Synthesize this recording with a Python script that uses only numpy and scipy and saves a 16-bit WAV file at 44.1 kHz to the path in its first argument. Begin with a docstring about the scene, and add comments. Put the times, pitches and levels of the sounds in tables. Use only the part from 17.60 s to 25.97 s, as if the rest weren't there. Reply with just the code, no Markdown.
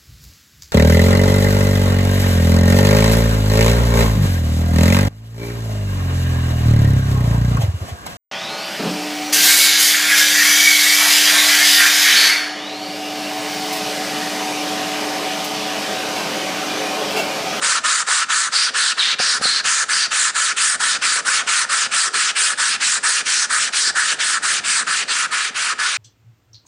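"""A small wooden workshop, one microphone close to the bench. A ceramic sharpening stone is scrubbed to
and fro on wet sandpaper stuck to a slab. Grit rasps under the stone and rings the slab; the water film
hisses in a moving band and, on some early strokes, pinches and squeals. The bench rumbles, thumps
softly at each turn and takes the odd knock. A faint hum lies under it all."""
import sys
import numpy as np
from scipy import signal
from scipy.io import wavfile
from scipy.ndimage import uniform_filter1d

SR = 44100
rng = np.random.default_rng(int(sys.argv[2]) if len(sys.argv) > 2 else 0)


def master_out(mix):
    """Clip the mix to full scale and print it as 16-bit PCM to the path in sys.argv[1]."""
    frames = np.transpose(np.atleast_2d(mix))
    ceiling = np.clip(frames, -1, 1)
    pcm = np.round(ceiling * 32767).astype(np.int16)
    wavfile.write(sys.argv[1], SR, pcm)


N = 369147

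# spectrum of the bench's rumble: (frequency [Hz], level [dB])
RUMBLE_SPECTRUM = [(30, -3), (60, -18.5), (110, -6), (190, -1.5), (260, -1.5), (340, -2), (440, 3.5),
                   (800, 1), (1200, -7.5), (2000, -15.5)]
# the rumble over time: (time [s], base level [dB], extra bass under 350 Hz [dB])
RUMBLE_LEVELS = [(0.0, -35, -5), (0.3, -43.5, -3), (0.9, -47.5, -1.5), (1.8, -45, -2), (2.1, -46, -1.5),
                 (3.05, -47, 0.5), (3.6, -42.5, -0.5), (4.2, -44, -2), (4.8, -46.5, 1), (6.4, -44.5, 0),
                 (7.1, -44.5, 2), (8.37, -48, 1.5)]
# push and pull in turn: (start [s], stop [s], rasp level [dB], treble tilt [dB], slab ring level [dB],
# hiss pitch [Hz], hiss level [dB], hiss growth over the stroke [dB])
STROKES = [ (0.016, 0.197, -15.5, 0.5, -21.5, 4330, -39, -3), (0.237, 0.434, -16.5, 1, -22, 7150, -26, 5),
           (0.468, 0.647, -15, -2, -20.5, 7450, -28, -3), (0.689, 0.89, -17.5, 0.5, -22, 6940, -27, -6),
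           (0.919, 1.104, -16.5, -2, -25.5, 4540, -23.5, -6), (1.139, 1.334, -17, 0, -22.5, 4140, -25, 12),
           (1.371, 1.55, -15.5, -9.5, -28, 3700, -22.5, 7),
           (1.586, 1.788, -18, -0.5, -23.5, 4800, -20.5, -5),
           (1.813, 2.015, -18.5, -1.5, -25, 4400, -26, -3), (2.041, 2.246, -17, 1, -23, 6730, -24, 2),
           (2.286, 2.473, -16, -0.5, -24, 4820, -29, 10), (2.509, 2.712, -16.5, 2, -23.5, 7170, -25.5, 7),
           (2.746, 2.933, -17, 1.5, -22.5, 7250, -31, -20), (2.965, 3.164, -17.5, 5, -23, 8860, -28, 3),
           (3.196, 3.377, -16, 0.5, -22, 4100, -36, 3), (3.414, 3.61, -16, -1, -23, 7750, -27, 3),
           (3.65, 3.826, -17.5, 1.5, -21, 2190, -27.5, 10), (3.869, 4.055, -17, 2, -22.5, 2180, -28, -9),
           (4.092, 4.274, -15.5, -1.5, -22.5, 8150, -30, -1), (4.313, 4.492, -15.5, 0, -23.5, 7900, -27, 4),
           (4.532, 4.72, -16.5, 0.5, -23.5, 2400, -29, 6), (4.754, 4.943, -16, 0.5, -24, 8960, -26, 0),
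           (4.976, 5.169, -16, 0, -22.5, 4460, -41, -2), (5.201, 5.39, -15.5, -0.5, -26, 7330, -25, 7),
           (5.431, 5.624, -16.5, 2.5, -23, 6800, -38, -1), (5.653, 5.864, -17, 1, -26, 5880, -23.5, 8),
           (5.896, 6.096, -17.5, 1, -22.5, 8130, -29, -9), (6.126, 6.314, -16.5, 1, -26, 4700, -24, 12),
           (6.351, 6.551, -18, 1.5, -21, 2620, -32.5, 20), (6.589, 6.787, -17.5, 1, -22.5, 7700, -32, 8),
           (6.824, 7.004, -17, 1.5, -23.5, 2600, -30, 13), (7.04, 7.233, -16.5, -1, -24.5, 8230, -23.5, 3),
           (7.268, 7.443, -17, -1.5, -24.5, 2310, -31.5, 12), (7.479, 7.668, -17, -1, -23.5, 2300, -30, 4),
           (7.711, 7.904, -19.5, -1, -25, 2220, -26.5, -1), (7.947, 8.14, -18.5, -2, -25, 2290, -27, 3),
           (8.184, 8.39, -17.5, -4.5, -24.5, 2350, -32.5, 5), ]
# spectrum of the rasp: (frequency [Hz], level [dB])
RASP_SPECTRUM = [(700, -16), (1100, -7.5), (2000, -1.5), (2800, -2), (3500, -3), (4200, -1.5), (5000, -2),
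                 (6000, -4.5), (8000, -2.5), (10200, -7)]
# what the rasp gains: (frequency [Hz], near to far end [dB], rest to full speed [dB], start to stop [dB])
RASP_SHIFTS = [(1100, -3.5, -9.5, -5), (1900, -1.5, -2, -1), (2600, 7, -4.5, -3.5), (4000, 1.5, 0, -1.5),
               (6000, 1.5, 1, 0.5), (7700, -2.5, 3, -3)]
# modes of the slab: (frequency [Hz], width [Hz], level [dB])
SLAB_MODES = [(1110, 203, -6), (1250, 49.6, 9), (1323.6, 50.3, 9), (1484, 130, 0), (1728, 84, 6.5),
              (1900, 140, -13)]
# the stone's path favours the modes near this pitch: (time [s], pitch [Hz])
FAVOURED_PITCH = [(0, 1370), (0.6, 1410), (1.3, 1580), (2.6, 1534), (3.7, 1510), (4.3, 1460), (5.3, 1650),
                  (6.6, 1680), (7.3, 1550), (8.37, 1480)]
# the slab's ring at the far end against the near end: (time [s], gain [dB])
RING_FAR_GAIN = [(0, 4.5), (2.5, -3), (4.5, -2.5), (8.37, -9.5)]
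# modes of the bench: (frequency [Hz], level [dB], t60 [s])
BENCH_MODES = [(230, -2.5, 0.023), (520, 9.5, 0.013), (734, 1, 0.03)]
# blows on the bench: (time [s], peak [dB], dullness [dB/octave])
KNOCKS = [(.486, -27, -11), (.93, -32, -13), (1.472, -35, 3), (1.598, -14.5, -2), (1.751, -35, 8),
          (1.797, -30, 8), (1.811, -19, 4), (1.853, -18.5, 1.5), (2.052, -29, 0), (3.561, -29, -1),
          (3.82, -41, 7), (4.278, -36, -4), (7.21, -34, 4), (7.239, -41, 14), (7.91, -41, 9)]
# the film pinches: (start [s], stop [s], level [dB], growth [dB], pitch at start [Hz],
# a quarter in [Hz], at stop [Hz])
SQUEALS = [(0.938, 1.064, -20.5, -1, 4700, 4500, 5050), (1.17, 1.34, -27.5, -4, 4070, 4150, 2600),
           (1.381, 1.546, -23.5, -16, 4450, 3440, 4100), (1.637, 1.753, -29, 3, 4100, 4200, 3700),
           (1.83, 2.016, -19.5, -2, 4420, 4150, 4300), (2.325, 2.473, -23, -3, 4600, 4800, 4500)]
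# decay of the wooden room: (frequency [Hz], t60 [s])
ROOM_DECAY = [(200, 0.94), (1500, 1), (5000, 0.7), (10000, 0.35)]


def gain_of(db):
    """Decibels to a factor."""
    return 10 ** (np.asarray(db) / 20)


def unit_rms(x):
    """Scales to rms 1."""
    return x / np.sqrt(np.mean(x ** 2) + 1e-20)


def at_hz(points, hz):
    """Reads a table on a log-frequency axis."""
    f, value = np.transpose(points)
    return np.interp(np.log(hz + 1), np.log(f + 1), value)


def add(mix, start_s, sound):
    """Mixes a sound in at a time."""
    part = mix[round(start_s * SR):][:len(sound)]
    part += sound[:len(part)]


def resonate(x, hz, widths_hz):
    """Resonances in series, one per width: each shifts hz down to zero, smooths, and shifts back."""
    carrier = np.exp(2j * np.pi * np.cumsum(hz * np.ones(len(x))) / SR)
    for width in widths_hz:
        pole = np.exp(-np.pi * width / SR)
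        x = 2 * (carrier * signal.lfilter([1 - pole], [1, -pole], x / carrier)).real
    return x


def grit(per_s, spread_db):
    """Grains catching and letting go: dense clicks of random sign, a few of them large."""
    size = gain_of(spread_db * np.minimum(rng.exponential(1, N), 5)) * rng.choice([-1., 1.], N)
    return unit_rms(size * (rng.random(N) < per_s / SR))


def coloured(x, colour_db, patchy_db, frame):
    """Shapes short-time spectra by colour_db(hz, t) and by drifting random patches."""
    framing = dict(fs=SR, nperseg=frame, noverlap=frame * 3 // 4)
    hz, t, spectra = signal.stft(x, **framing)
    patches = uniform_filter1d(rng.standard_normal(spectra.shape[::-1]).T, size=5, axis=0)
    patches = unit_rms(uniform_filter1d(patches, size=20, axis=1))
    spectra = spectra * gain_of(colour_db(hz[:, None], t) + patchy_db * patches)
    return unit_rms(signal.istft(spectra, **framing)[1][:N])


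def sliding(lead_s, rise_s, fall_s, lag_s):
    """1 while the stone slides, 0 where it rests at the turn."""
    t, gate = np.arange(N) / SR, np.zeros(N)
    for start, stop, *_ in STROKES:
        start, stop = start - lead_s, stop + lag_s
        during = (t > start) & (t < stop)
        bite = (1 - np.exp((start - t[during]) / rise_s)) ** 3.13
        brake = 1 - np.exp((t[during] - stop) / fall_s)
        gate[during] += bite * brake
    return gate


def travel(t, hold_s=0.01):
    """Share of the stroke done, place (-.5 near, .5 far), speed (0-1), then STROKES from rasp level on."""
    rows, done = np.array(STROKES), np.linspace(0, 1, 9)
    start, stop = rows[:, :1], rows[:, 1:2]
    times = start + hold_s + done * (stop - start - 2 * hold_s)
    direction = (-1.) ** np.arange(len(rows))[:, None]
    place, speed = direction * (done - .5), 1 - (2 * done - 1) ** 2
    curves = [done, place, speed, *rows.T[2:, :, None]]
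    return [np.interp(t, times.ravel(), np.broadcast_to(c, times.shape).ravel()) for c in curves]


def hum(hz=249, db=-61):
    """A faint wavering hum: noise in one narrow low resonance."""
    return gain_of(db) * unit_rms(resonate(rng.standard_normal(N), hz, widths_hz=(18, 40)))


def bench_rumble():
    """The bench's rumble dips mid-stroke and swells around each turn, as under automatic gain control."""
    times, db, bass_db = np.transpose(RUMBLE_LEVELS)

    def colour_db(hz, t):
        return at_hz(RUMBLE_SPECTRUM, hz) + (hz < 350) * np.interp(t, times, bass_db)

    rumble = coloured(grit(per_s=3000, spread_db=3.8), colour_db, patchy_db=2.46, frame=1024)
    rest = 1 - sliding(lead_s=0.0028, rise_s=0.0075, fall_s=0.0084, lag_s=0.014)
    turn_db = 13.0 * uniform_filter1d(rest, size=4400) - 4.4 * rest
    return rumble * gain_of(np.interp(np.arange(N) / SR, times, db) + turn_db)


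def rasp():
    """Grit under the stone: its colour shifts with place, speed and wear; pressure tilts the treble."""
    def colour_db(hz, t):
        done, place, speed, _, tilt_db, *_ = travel(t)
        shifts = np.array(RASP_SHIFTS)
        far_db, speed_db, wear_db = (at_hz(shifts[:, [0, k]], hz) for k in (1, 2, 3))
        shift_db = far_db * place + speed_db * (speed - .5) + wear_db * (done - .5)
        treble = np.clip(np.log2(hz / 4000 + 1e-9), 0, 1)
        return at_hz(RASP_SPECTRUM, hz) + shift_db + treble * tilt_db

    return coloured(grit(per_s=22000, spread_db=1.44), colour_db, patchy_db=1.96, frame=256)


def film_hiss(hz):
    """The water film hisses: grit in a broad moving band."""
    return unit_rms(resonate(grit(per_s=20000, spread_db=2.5), hz, widths_hz=(1500, 1900)))


def stone_ring(hz=6060, db=-37.5):
    """The stone itself rings faintly in one high mode."""
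    return gain_of(db) * unit_rms(resonate(grit(per_s=6200, spread_db=2.0), hz, widths_hz=(50, 120)))


def slab_ring(t, done, place, speed):
    """Grit rings the slab's modes, each struck at other spots, hardest as the stone bites."""
    favoured_hz = np.interp(t, *np.transpose(FAVOURED_PITCH)) + 60 * (speed - .5) + 40 * place
    drive, ring = grit(per_s=6000, spread_db=3.37), np.zeros(N)
    for k, (hz, width, db) in enumerate(SLAB_MODES):
        loss_db = 5 * ((hz - favoured_hz) / 400) ** 2
        ring += gain_of(db - loss_db) * resonate(np.roll(drive, 97 * k), hz, (7 * width, width))
    ring /= np.sqrt(uniform_filter1d(ring ** 2, size=8000) + 1e-12)  # steadies the level
    bite_db = 5 * np.exp(-done / 0.19)
    wear_db, speed_db = -3 * (done - .5), -2.5 * (speed - .5)
    place_db = place * np.interp(t, *np.transpose(RING_FAR_GAIN))
    return ring * gain_of(bite_db + wear_db + speed_db + place_db)


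def scrub():
    """The strokes play rasp, hiss, stone and slab together."""
    t = np.arange(N) / SR
    done, place, speed, rasp_db, _, ring_db, hiss_hz, hiss_db, growth_db = travel(t)
    hiss_db = hiss_db + 2.5 * (speed - .5) + growth_db * (done - .5)
    rubbing = gain_of(rasp_db) * rasp() + gain_of(hiss_db) * film_hiss(hiss_hz)
    uneven_slip = gain_of(0.53 * unit_rms(uniform_filter1d(rng.standard_normal(N), size=500)))
    rubbing += stone_ring()
    ring = gain_of(ring_db) * slab_ring(t, done, place, speed)
    # the slab answers as soon as the stone moves; the treble needs speed
    ring *= sliding(lead_s=0.017, rise_s=0.02, fall_s=0.0092, lag_s=0.005)
    rubbing *= sliding(lead_s=0.01, rise_s=0.011, fall_s=0.015, lag_s=0.0021)
    bass_cut = signal.butter(3, 800, "high", fs=SR, output="sos")  # the scrubbing carries nothing below 800 Hz; the lows belong to the bench
    return signal.sosfilt(bass_cut, uneven_slip * (rubbing + ring))


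def knock(peak_db, dullness, rise_s=0.0029):
    """A soft blow rings the bench's damped modes."""
    t = np.arange(3000) / SR
    ring = sum(gain_of(db - dullness * np.log2(hz / 500) - 60 * t / t60) * np.sin(2 * np.pi * hz * t)
               for hz, db, t60 in BENCH_MODES)
    ring *= 1 - np.exp(-t / rise_s)
    return gain_of(peak_db) * ring / abs(ring).max()


def bench_knocks():
    """A dull thump where each stroke stops, and the odd knock."""
    out = np.zeros(N)
    for _, stop, *_ in STROKES:
        add(out, rng.normal(stop, 0.005), knock(peak_db=rng.normal(-43, 2.5), dullness=18))
    for start, peak_db, dullness in KNOCKS:
        add(out, start, knock(peak_db, dullness))
    return out


def film_squeals():
    """The water film pinches and squeals: noise in a narrow resonance that glides."""
    out = np.zeros(N)
    for start, stop, db, growth_db, *glide_hz in SQUEALS:
        done = np.linspace(0, 1, round((stop - start) * SR))
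        hz = np.interp(done, [0, .25, 1], glide_hz)
        drive = rng.standard_normal(SR // 5)[:len(done)]
        tone = unit_rms(resonate(drive, hz, widths_hz=(480, 800)))
        envelope = gain_of(db + growth_db * (done - .5)) * signal.windows.tukey(len(done), .15)
        add(out, start, envelope * tone)
    return out


def room(x):
    """Reflections off the wood: one of random sign in every 20 samples, each band dying at its own rate."""
    taps = np.zeros(SR // 2)
    slots = np.arange(200, SR // 2 - 20, 20)
    taps[slots + rng.integers(0, 20, len(slots))] = rng.choice([-1., 1.], len(slots))
    hz, t, spectra = signal.stft(taps, SR, nperseg=256)
    decay = gain_of(-60 * t / at_hz(ROOM_DECAY, hz)[:, None])
    tail = signal.istft(spectra * decay, SR, nperseg=256)[1]
    return signal.fftconvolve(x, tail / np.linalg.norm(tail))[:N]


def scene():
    """One close microphone on both channels: mostly direct sound, a little room."""
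    direct = scrub() + film_squeals() + bench_rumble() + bench_knocks()
    return np.tile(direct + gain_of(-16.5) * room(direct) + hum(), (2, 1))


def record(dry, low_hz=55, high_hz=9990):
    """The microphone's bass roll-off, then the band limit."""
    thin = signal.sosfilt(signal.butter(2, low_hz, "high", fs=SR, output="sos"), dry)
    band_limit = signal.firwin(401, high_hz, window=("kaiser", 6), fs=SR)
    return signal.oaconvolve(thin, band_limit[None], "same")


dry = scene()
out = record(dry)
master_out(out)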